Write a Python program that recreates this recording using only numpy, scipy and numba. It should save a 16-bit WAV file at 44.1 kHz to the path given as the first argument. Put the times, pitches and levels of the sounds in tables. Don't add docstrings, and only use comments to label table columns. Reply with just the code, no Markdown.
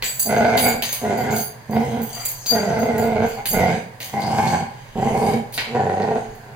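import sys
import numpy as np
from scipy import signal
from scipy.fft import rfft, irfft
from scipy.io import wavfile
from scipy.ndimage import uniform_filter1d
from numba import njit

SR = 44100
rng = np.random.default_rng(int(sys.argv[2]) if len(sys.argv) > 2 else 0)


def gain_from_db(level_db):
    decades = np.asarray(level_db, float) / 20
    return 10 ** decades


def log_audio(samples):
    frames = np.atleast_2d(samples).T
    limited = np.clip(frames, -1, 1)
    pcm = np.round(limited * 32767).astype(np.int16)
    wavfile.write(sys.argv[1], SR, pcm)


N = 288855
T = np.arange(N) / SR
SLOW = T[::64]


def vocal_folds():
    # time in seconds, level in dB.
    efforts = [
        [(0.24, -71.5), (0.256, -37), (0.304, -22), (0.566, -21), (0.618, -32), (0.666, -17.5), (0.82, -44)],
        [(1.0, -49.5), (1.038, -24), (1.114, -22), (1.148, -28), (1.338, -23.5), (1.46, -48)],
        [(1.68, -72.5), (1.692, -37.5), (1.72, -29), (1.768, -24), (1.876, -34), (2.0, -30), (2.09, -48)],
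        [(2.12, -49), (2.18, -36.5), (2.26, -47.5)],
        [(2.47, -77), (2.51, -36), (2.56, -20), (2.65, -24), (2.9, -29.5), (3.088, -25.5), (3.25, -26),
         (3.322, -47)],
        [(3.34, -44), (3.394, -28.5), (3.44, -58)],
        [(3.5, -44.5), (3.54, -19.5), (3.61, -18), (3.69, -20), (3.77, -30), (3.81, -46)],
        [(4.0, -46), (4.115, -50), (4.135, -27), (4.2, -23.5), (4.432, -17.5), (4.556, -19), (4.69, -42)],
        [(4.95, -36.5), (4.985, -23.5), (5.206, -19.5), (5.332, -25.5), (5.375, -27), (5.44, -57.5)],
        [(5.64, -45.5), (5.742, -27.5), (5.756, -23), (6.112, -22), (6.154, -23.5), (6.27, -45.5),
         (6.55, -44.5)],
    ]
    # slaps a second, unevenness 0-1, level of every second slap in dB.
    voices = [(230, .11, -3), (215, .15, -4), (222, .08, -3), (228, .2, -3), (226, .08, -3), (228, .13, -3),
              (205, .16, -5), (200, .16, -6), (218, .09, -4), (214, .09, -9)]
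    # throat resonance in Hz, lower snarl resonance at start and end in Hz, upper one likewise.
    throats = [(450, 1480, 1520, 2000, 2180), (400, 1460, 1520, 1950, 2150), (440, 1500, 1500, 1980, 2030),
               (440, 1300, 1300, 2000, 2000), (447, 1480, 1450, 1850, 2150), (447, 1460, 1460, 2100, 2100),
               (480, 1420, 1620, 1980, 2250), (400, 1500, 1600, 1980, 2180), (435, 1560, 1640, 1930, 2330),
               (430, 1480, 1530, 1750, 1980)]
    # mouth resonance at start and end in Hz, then chest, snarl and throat in dB re level.
    mouths = [(684.4, 746.5, -1, -5.5, -4.5), (701.3, 785.6, -1.5, -6.5, -1.5), (758, 821, 3, -7.5, -3.5),
              (743, 781, -17.5, 0.5, -12), (698, 720, 1, -7.5, -2.5), (787, 832, -15, -8.5, -12.5),
              (737, 760, 1.5, -7, -2), (772, 846, -2, -12, -9.5), (748, 821.6, 2, -15.5, -1.56),
              (767.3, 769, -2.5, -11.5, -1.5)]
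    upper_lifts = [1.5, 0.1, -5, 0.1, -3, 0.1, 2.5, 0.1, 4, -2.5]
    usual_db = -23
    chest_steady, throat_steady = 0.414, 0.269
    snarl_grows_db, snarl_late_s = 2.5, 0.025
    # effort dB; mouth Hz; chest, snarl, throat dB; throat, lower and upper snarl Hz; upper snarl dB
    tracks = np.zeros((9, N)) + np.array([[-120, 700, 0, 0, 0, 440, 1500, 2050, 0]]).T
    slaps = np.zeros(N)
    for points, voice, throat, mouth, lift_db in zip(efforts, voices, throats, mouths, upper_lifts):
        s, effort_db = np.transpose(points)
        rate, uneven, second_db = voice
        throat_hz, lower_start, lower_end, upper_start, upper_end = throat
        open_hz, close_hz, chest_db, snarl_db, throat_db = mouth
        on = T >= s[0]
        since = T[on] - s[0]
        along = np.clip(since / (s[-1] - s[0]), 0, 1)
        effort = np.interp(T[on], s, effort_db)
        dip = np.clip(usual_db - effort, -5, 12) * np.where(effort > -40, 1, -.5)
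        late_db = 12 * np.clip(2 - since / snarl_late_s, 0, 1)
        tracks[0, on] = effort - 900 * np.clip(T[on] - s[-1], 0, 1)
        tracks[1, on] = open_hz + (close_hz - open_hz) * along
        tracks[2, on] = chest_db + chest_steady * dip
        tracks[3, on] = snarl_db + snarl_grows_db * (along - .5) - late_db
        tracks[4, on] = throat_db + throat_steady * dip
        tracks[5, on] = throat_hz
        tracks[6, on] = lower_start + (lower_end - lower_start) * along
        tracks[7, on] = upper_start + (upper_end - upper_start) * along
        tracks[8, on] = lift_db
        chance = rng.standard_normal((260, 3)).T
        drift = .18 * uniform_filter1d(chance[2], 25)
        times = s[0] + np.cumsum(np.exp(uneven * chance[0] + drift) / rate)
        size = gain_from_db(2.5 * chance[1] + second_db * (np.arange(260) % 2))
        heard = times < s[-1] + .03
        slaps += strikes(times[heard], size[heard])
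    return slaps, tracks


def throbs(db):
    # time in seconds, peak level in dB.
    catches = [(0.262, -24), (0.294, -11), (0.328, -8), (0.366, -10), (0.407, -8), (0.449, -8),
               (0.484, -11), (0.528, -9), (0.632, -14), (1.016, -23), (1.098, -15), (1.274, -17),
               (1.313, -16), (1.697, -27), (1.755, -14), (1.809, -16), (2.518, -18), (2.55, -14),
               (2.631, -14), (2.68, -14), (2.731, -14), (2.765, -14), (2.82, -15), (2.855, -15),
               (2.89, -16), (2.946, -14), (2.981, -15), (3.026, -14), (3.122, -14), (3.159, -14),
               (3.223, -11), (3.373, -21), (3.536, -14), (3.659, -12), (4.132, -18), (4.171, -14),
               (4.223, -15), (4.273, -15), (4.331, -12), (4.381, -9), (4.424, -10), (4.524, -8),
               (4.584, -14), (5.017, -16), (5.094, -15), (5.145, -13), (5.216, -10), (5.268, -12),
               (5.333, -17), (5.75, -10), (5.794, -12), (5.856, -13), (5.897, -12), (5.968, -15),
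               (6.002, -14), (6.078, -12), (6.11, -10), (6.155, -13)]
    crest_db, fade_s, catch_db = 7, 0.03, 7.5
    throb = np.zeros(N)
    for s, peak_db in catches:
        k = int((s - .003) * SR)
        surge_db = np.clip(peak_db - db[k + 500] - crest_db, 0, 6)
        throb[k:k + 6000] = surge_db * np.exp(-T[:6000] / fade_s)
        throb[k - 700:k] -= catch_db * np.arange(700) / 700
    return uniform_filter1d(throb, size=130)


def growl():
    # frequency in Hz, T60 in seconds, level in dB.
    low_modes = [(99.3, 0.3, -7), (142, 0.25, -6), (168, 0.12, -7), (221, 0.25, -1), (300, 0.08, -11)]
    upper_modes = [(436.3, 0.42, -12), (457.5, 0.353, -5), (701.9, 0.155, -1.5), (806.2, 0.202, -11.5),
                   (879.4, 0.187, -1)]
    chest_throb, patchy_db = .3, 2.5
    slaps, tracks = vocal_folds()
    db, mouth, chest_db, snarl_db, throat_db, throat, lower, upper, upper_db = tracks
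    jaw = uniform_filter1d(rng.standard_normal((2, N)), 2500, axis=1) * 50
    mouth = mouth * (1 + 0.0203 * jaw[0])
    lower = lower * (1 + .025 * jaw[0])
    upper = upper * (1 + .025 * jaw[1])
    throb = throbs(db)
    db = uniform_filter1d(db, size=160) + throb
    chest_db = chest_db - (1 - chest_throb) * throb
    puff = signal.lfilter([1], [1, -.99], slaps) * rng.standard_normal(N)
    folds = level(slaps.mean() - slaps, 0) + level(puff, -10)

    def twice(hz, width_hz):
        return level(svf(svf(folds, hz, width_hz), hz, 1.627 * width_hz), 0)

    mid = level(twice(mouth, 85.0) + gain_from_db(-7.0) * twice(1.153 * mouth, 122.4), 0)
    mid = mid + gain_from_db(throat_db) * twice(throat, 112.0)
    chest = sum(gain_from_db(d) * level(ring(folds, hz, t60), 0) for hz, t60, d in low_modes)
    chest = chest + gain_from_db(5.5) * level(band(folds, 68, 230, order=3), 0)
    snarl = gain_from_db(patchy_db * walk(12)) * twice(lower, 220.0)
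    snarl = snarl + gain_from_db(upper_db + patchy_db * walk(12)) * twice(upper, 170.0)
    snarl = snarl + gain_from_db(-3) * level(band(folds, 1000, 2700), 0)
    voice = mid + gain_from_db(chest_db) * level(chest, 0) + gain_from_db(snarl_db) * level(snarl, 0)
    voice = band(voice * gain_from_db(db + 0.8), 58.8, 9200)
    answer = 0
    for hz, t60, d in upper_modes:
        gain = np.log(1000) / (t60 * SR)
        answer = answer + gain_from_db(d + 6.5) * gain * ring(voice, hz, t60)
    return voice + answer


def tags():
    mode_hz = [4685, 6395, 7065, 7495, 7916, 9950, 10835, 11440, 13215, 13725, 14385, 15100]
    mode_tag = [0, 0, 1, 1, 1, 2, 2, 2, 2, 2, 2, 2]
    # T60 of the mode in seconds, level in dB.
    mode_decay = [(0.131, 5.5), (0.11, 7), (0.125, 5), (0.093, 2.5), (0.2, -0.5), (0.17, -2.5), (0.104, -3),
                  (0.067, -4.5), (0.13, 4.5), (0.08, -4), (0.15, -0.5), (0.146, 1.5)]
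    # time in seconds, level in dB on the large, middle and small tag.
    clinks = [(0.0232, -45.5, -40.5, -55), (0.042, -30, -19, -24), (0.1247, -41, -29.5, -28.5),
              (0.1953, -28, -22, -17), (0.3053, -34.5, -46.5, -38), (0.5721, -32, -25, -20.5),
              (0.626, -27, -27.5, -16), (0.6806, -35, -28.5, -45.5), (0.826, -29.5, -28.5, -35),
              (0.8929, -39.5, -37, -31.5), (0.9226, -34.5, -41.5, -31.5), (1.1748, -40, -47, -36.5),
              (1.308, -33, -29.5, -34), (1.326, -45, -42, -31), (1.3613, -33, -38, -35),
              (1.384, -40, -42, -24), (1.41, -38, -42, -36), (1.7096, -46, -47, -37.5),
              (2.0187, -41, -41.5, -31.5), (2.13, -35, -30, -34.5), (2.2051, -36.5, -34, -38.5),
              (2.2521, -29, -24, -21.5), (2.465, -19, -33.5, -25), (2.481, -18, -38, -30),
              (2.4994, -24.5, -39.5, -28), (2.5996, -38.5, -36, -47), (2.791, -36, -42.5, -34),
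              (2.9814, -38.5, -35, -32), (3.2649, -47.5, -42.5, -42.5), (3.3343, -54.5, -48.5, -46),
              (3.3719, -55, -52, -61), (3.457, -33.5, -31, -25), (3.487, -38, -27, -27),
              (3.51, -42, -36, -28)]
    s, *group_db = np.transpose(clinks)
    out = 0
    rebound = np.cumsum(rng.uniform(.003, .022, (len(s), 6)), axis=1)
    when = np.concatenate([s, (s[:, None] + rebound).ravel()])
    for hz, tag, (t60, db) in zip(mode_hz, mode_tag, mode_decay):
        first = group_db[tag] + db + 1.5 * rng.standard_normal(len(s))
        later = first[:, None] - 1.5 - 100 * rebound + 3.5 * rng.standard_normal(rebound.shape)
        blows = strikes(when, gain_from_db(np.concatenate([first, later.ravel()])))
        swing = gain_from_db(3 * walk(35))
        pair = ring(blows, hz, t60) + .6 * ring(blows, 1.004 * hz, .4 * t60)
        out = out + swing * pair
    return out * gain_from_db(-9)


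def knocks():
    # start in seconds, peak in dB, colour in Hz, top in dB re peak, scratch length in seconds.
    blows = [(0.0234, -12.5, 2700, -9, 0.04), (0.577, -7.5, 3280, -13.5, 0.0091),
             (0.823, -12.5, 3056, -3.5, 0.0253), (0.8916, -17, 2770, -8.5, 0.0117),
             (0.928, -18, 3780, 5.5, 0.021), (1.3053, -30.5, 4400, -12.5, 0.0193),
             (1.3634, -23, 4160, 2.5, 0.0214), (2.256, -26.5, 3540, 10.5, 0.0134),
             (2.46, -19.5, 4200, -8.5, 0.0178), (2.98, -31.5, 3830, 4, 0.013),
             (3.456, -14, 2950, -4.5, 0.018), (4.003, -22, 3060, -7.5, 0.0393), (4.045, -30, 4400, 4, 0.03),
             (4.205, -36, 4400, 1.5, 0.02), (4.268, -32, 5500, -4, 0.01), (4.382, -30, 5000, -8, 0.015),
             (4.525, -31, 5500, -8, 0.012), (5.265, -30, 6200, -15, 0.015), (5.337, -31, 6200, -12, 0.01),
             (4.219, -25, 3940, -37.5, 0.0153), (4.476, -23, 4400, -20, 0.0284),
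             (5.5252, -30.5, 2890, 2.5, 0.027), (5.5407, -26, 4320, -9, 0.044),
             (5.578, -9, 2450, -24, 0.028), (6.02, -30.5, 3430, -21.5, 0.012),
             (6.351, -46, 2850, 3.5, 0.0193)]
    out, t = np.zeros(N + 8192), np.arange(8192) / SR
    for s, db, hz, top_db, length in blows:
        noise = rng.standard_normal(8192)
        colour = 2.49 * band(noise, 0.55 * hz, 1.4 * hz)
        colour = colour + gain_from_db(top_db + 6) * band(noise, 9380, 19800)
        colour = colour + gain_from_db(4.0) * band(noise, 168, 1590, order=1)
        decay = 1.45 * np.exp(-t / 0.00118) + np.exp(-t / max(length, .002))
        k = int(s * SR)
        out[k:k + 8192] += gain_from_db(db - 7) * colour * decay
    return out[:N]


def scuffle():
    # start in seconds, level in dB, seconds to fade 20 dB,
    # low part and top part in dB re level.
    scrapes = [
        (0.025, -57.5, 0.2, 19.5, 4),
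        (0.575, -40.5, 0.0842, 23.5, 16.5),
        (0.83, -32, 0.071, 10.5, 5.5),
        (0.92, -39.5, 0.166, 8, 7.5),
        (2.465, -40, 0.2775, 3, 4.5),
        (3.46, -40, 0.15, 8, 18.5),
        (4.005, -40, 0.25, 6.5, 3),
        (5.53, -43, 0.0908, 0, 17),
        (5.578, -58, 0.15, 36, -2),
    ]
    # middle in seconds, level in
    # dB, seconds either side to fade 20 dB, low part and top part in dB re level.
    rubs_and_breaths = [(0.48, -47, 0.3144, -7.5, -0.5), (0.71, -42.5, 0.0571, 11, -30), (1.2, -49.5, .3, 8, -2.5),
                        (1.385, -42.5, 0.0613, 3, 11), (1.92, -51.5, 0.27, 8, 1.5), (2.2, -48.5, 0.2134, 7.5, 1.5),
                        (2.41, -47.5, 0.2738, -3, -0.5), (2.68, -50, 0.247, 7.5, -11.5), (3.299, -50, 0.12, 9.5, 1),
                        (3, -53.5, 0.32, -4.5, -2.5), (3.66, -44.5, 0.193, 11, -10), (4.27, -45.5, 0.1423, 6, -3.5),
                        (4.46, -42, 0.204, 8.5, 0), (4.8, -65, 0.26, 15, -18.5), (5.07, -50, 0.142, 12, 2.5),
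                        (5.27, -42.5, 0.1651, 6.5, -1), (5.95, -55, .5, 8, -27.5)]
    # frequency in Hz, width in Hz, level in dB.
    fur = [
        [(4550, 900, 2), (5300, 900, -1), (6300, 900, 6), (7300, 1200, 1.5), (8300, 1200, -0.8)],
        [(1000, 1100, -6), (2250, 800, -2.5), (2900, 900, -2.5), (3700, 1000, -9)],
        [(9400, 1200, -4), (10800, 1600, -5), (12700, 1800, -7), (14600, 2200, -8.5)],
    ]
    still_db = [-71, -62, -80]
    attack_s, rub_edge, patchy_db = 0.0111, 2.79, 2.5
    power = np.zeros((3, len(SLOW))) + gain_from_db(2 * np.array(still_db))[:, None]
    for s, db, fade, low_db, top_db in scrapes:
        attack = np.clip((SLOW - s) / attack_s, 0, 1)
        shape = attack * gain_from_db(db - 20 * np.clip(SLOW - s, 0, 2) / fade)
        power += (gain_from_db(np.array([[0], [low_db], [top_db]])) * shape) ** 2
    for s, db, fade, low_db, top_db in rubs_and_breaths:
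        shape = gain_from_db(db - 20 * np.clip(np.abs(SLOW - s) / fade, 0, 10) ** rub_edge)
        power += (gain_from_db(np.array([[0], [low_db], [top_db]])) * shape) ** 2
    contact = rng.random(N) < 2500 / SR
    grain_db = np.minimum(6.33 * rng.exponential(1, N), 16)
    grains = contact * gain_from_db(grain_db) * rng.standard_normal(N)
    grit = level(grains, 0) + rng.standard_normal(N)

    def patch(hz, width_hz, db):
        moving = hz * (1 + .03 * walk(5))
        steep = svf(svf(grit, moving, 1. * width_hz), moving, 1. * width_hz)
        return level(steep, db) * gain_from_db(patchy_db * walk(11))

    out = 0
    for p, part in zip(power, fur):
        out = out + np.interp(T, SLOW, np.sqrt(p)) * sum(patch(*row) for row in part)
    return out


def background():
    # frequency in Hz, level in dB per Hz.
    hush_colour = [(15, -60.5), (25, -48.5), (130, 5.5), (180, -13.5), (734, -15.5), (796, -16.5),
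                   (936, -9), (1480, -22), (1610, -14.5), (3430, -28.5), (16000, -40.5)]
    # middle in seconds, level in dB, seconds either side to fade 20 dB.
    thumps = [
        (0.02, -36, 0.1),
        (0.73, -47, 0.27),
        (2.24, -48, 0.56),
        (3.15, -39.5, 0.34),
        (3.57, -30.5, 0.16),
        (4.49, -51.5, 0.18),
        (5.07, -39, 0.3),
        (5.62, -47, 0.2),
        (6.31, -46.5, 0.33),
    ]
    hush_db, hum_hz, hum_db, rest_db = -45, 120.28, -43.5, -61
    hz = np.fft.rfftfreq(N, 1 / SR)
    mid, side = rfft(rng.standard_normal((2, N))) * gain_from_db(on_log(hush_colour, hz))
    side = side * np.clip(hz / 1000, .1, 1)
    hush = irfft(np.array([mid + side, mid - side]), N)
    hush = hush * gain_from_db(hush_db) / np.std(band(hush[0], 283, 12000))
    wobble = 0.5 + 0.154 * level(band(rng.standard_normal(N), 0.99, 24, order=1), 0)
    hum = gain_from_db(hum_db + 4.5) * wobble * np.sin(2 * np.pi * hum_hz * T)
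    rumble = level(band(rng.standard_normal(N), 18.7, 43.4, order=3), 0) * swells(thumps, rest_db)
    return hush + hum + rumble


def room(x, room_db):
    places = 9
    step = N // (places - 1) + 1
    out, wide = np.zeros((2, N + 2 * SR + 2 * step)), np.pad(x, (step, 2 * step))
    fade = np.sin(np.pi * np.arange(2 * step) / (2 * step))
    for k in range(places):
        piece = wide[k * step:(k + 2) * step] * fade
        echoes = [signal.fftconvolve(piece, echo) for echo in tail(room_db)]
        out[:, k * step:(k + 2) * step + SR // 2 - 1] += echoes
    return x + out[:, step:step + N]


def tail(room_db):
    low_t60_s, top_t60_s = 0.5074, 0.23
    t = np.arange(SR // 2) / SR
    noise = rng.standard_normal((2, len(t)))
    noise = noise - 0.372 * band(noise, 55, 706, order=1)
    lows = band(noise, 50.7, 1930, order=1)
    fade = lambda t60: np.exp(-np.log(1000) * t / t60) * (t > .004)
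    mid, side = lows * fade(low_t60_s) + (noise - lows) * fade(top_t60_s)
    side = 1.45 * band(side, 850, 14840)
    tails = np.array([mid + side, mid - side])
    return tails * gain_from_db(room_db) / np.sqrt(np.mean(np.sum(tails ** 2, axis=1)))


def level(x, db):
    return x * gain_from_db(db) / np.sqrt(np.mean(x ** 2))


def band(x, lo_hz, hi_hz, order=2):
    return signal.sosfilt(signal.butter(order, [lo_hz, hi_hz], "band", fs=SR, output="sos"), x)


def on_log(table, hz):
    f, v = np.transpose(table)
    return np.interp(np.log(hz + 1), np.log(f), v)


def ring(x, hz, t60):
    pole = np.exp(2j * np.pi * hz / SR - np.log(1000) / (t60 * SR))
    return signal.lfilter([0, pole.imag], [1, -2 * pole.real, abs(pole) ** 2], x)


def strikes(s, size):
    return np.bincount((np.asarray(s) * SR).astype(int), size, N)[:N]


@njit
def svf(x, hz, width):
    y, b, l = np.empty(len(x)), 0., 0.
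    for i in range(len(x)):
        g, k = np.tan(np.pi * hz[i] / SR), width / hz[i]
        v = (b + g * (x[i] - l)) / (1 + g * (g + k))
        b, l, y[i] = 2 * v - b, l + 2 * g * v, k * v
    return y


def swells(rows, rest_db):
    power = gain_from_db(2 * rest_db)
    for s, db, wide in rows:
        power = power + gain_from_db(2 * db - 40 * np.abs(SLOW - s) / wide)
    return np.interp(T, SLOW, np.sqrt(power))


def walk(rate):
    k = int(SR / 64 / rate)
    slow = uniform_filter1d(uniform_filter1d(rng.standard_normal(len(SLOW)), k), k)
    return np.interp(T, SLOW, slow / slow.std())


def scene():
    animals = room(growl() + knocks() + scuffle(), -3)
    return gain_from_db(-3.5) * (animals + room(tags(), -1.5)) + background()


def top_cut(x):
    return signal.sosfilt(signal.butter(12, 16810, fs=SR, output="sos"), x)


def record(dry):
    # frequency in Hz, difference in dB.
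    port_colour = [(60, -4), (300, -3.5), (700, -0.5), (1290, 0), (2380, -6), (4400, 8.5), (8120, 1.5),
                   (15000, -7)]
    # frequency in Hz, gain in dB.
    mic_colour = [(260, -0.2958), (310, -3.5), (370, -1.5), (550, 3), (1050, -2), (1250, -5.5), (1500, 1),
                  (3000, -3), (5000, 1), (5550, -8), (6100, -0.5), (8100, -2), (8750, -2.5), (9500, 1)]
    port_lag, top_hz = 4, 15850
    hz = np.fft.rfftfreq(N, 1 / SR)
    dry = np.tanh(.9 * dry) / .9
    turn = np.minimum(hz * port_lag / SR, 1 / 4)
    half = gain_from_db(on_log(port_colour, hz) / 2) * np.exp(-1j * np.pi * turn)
    top = gain_from_db(on_log(mic_colour, hz)) * np.where(hz > top_hz, gain_from_db(-62), 1)
    mix = irfft(rfft(dry) * top * np.array([half, 1 / half]), N)
    return top_cut(mix)


dry = scene()
out = record(dry)
log_audio(out)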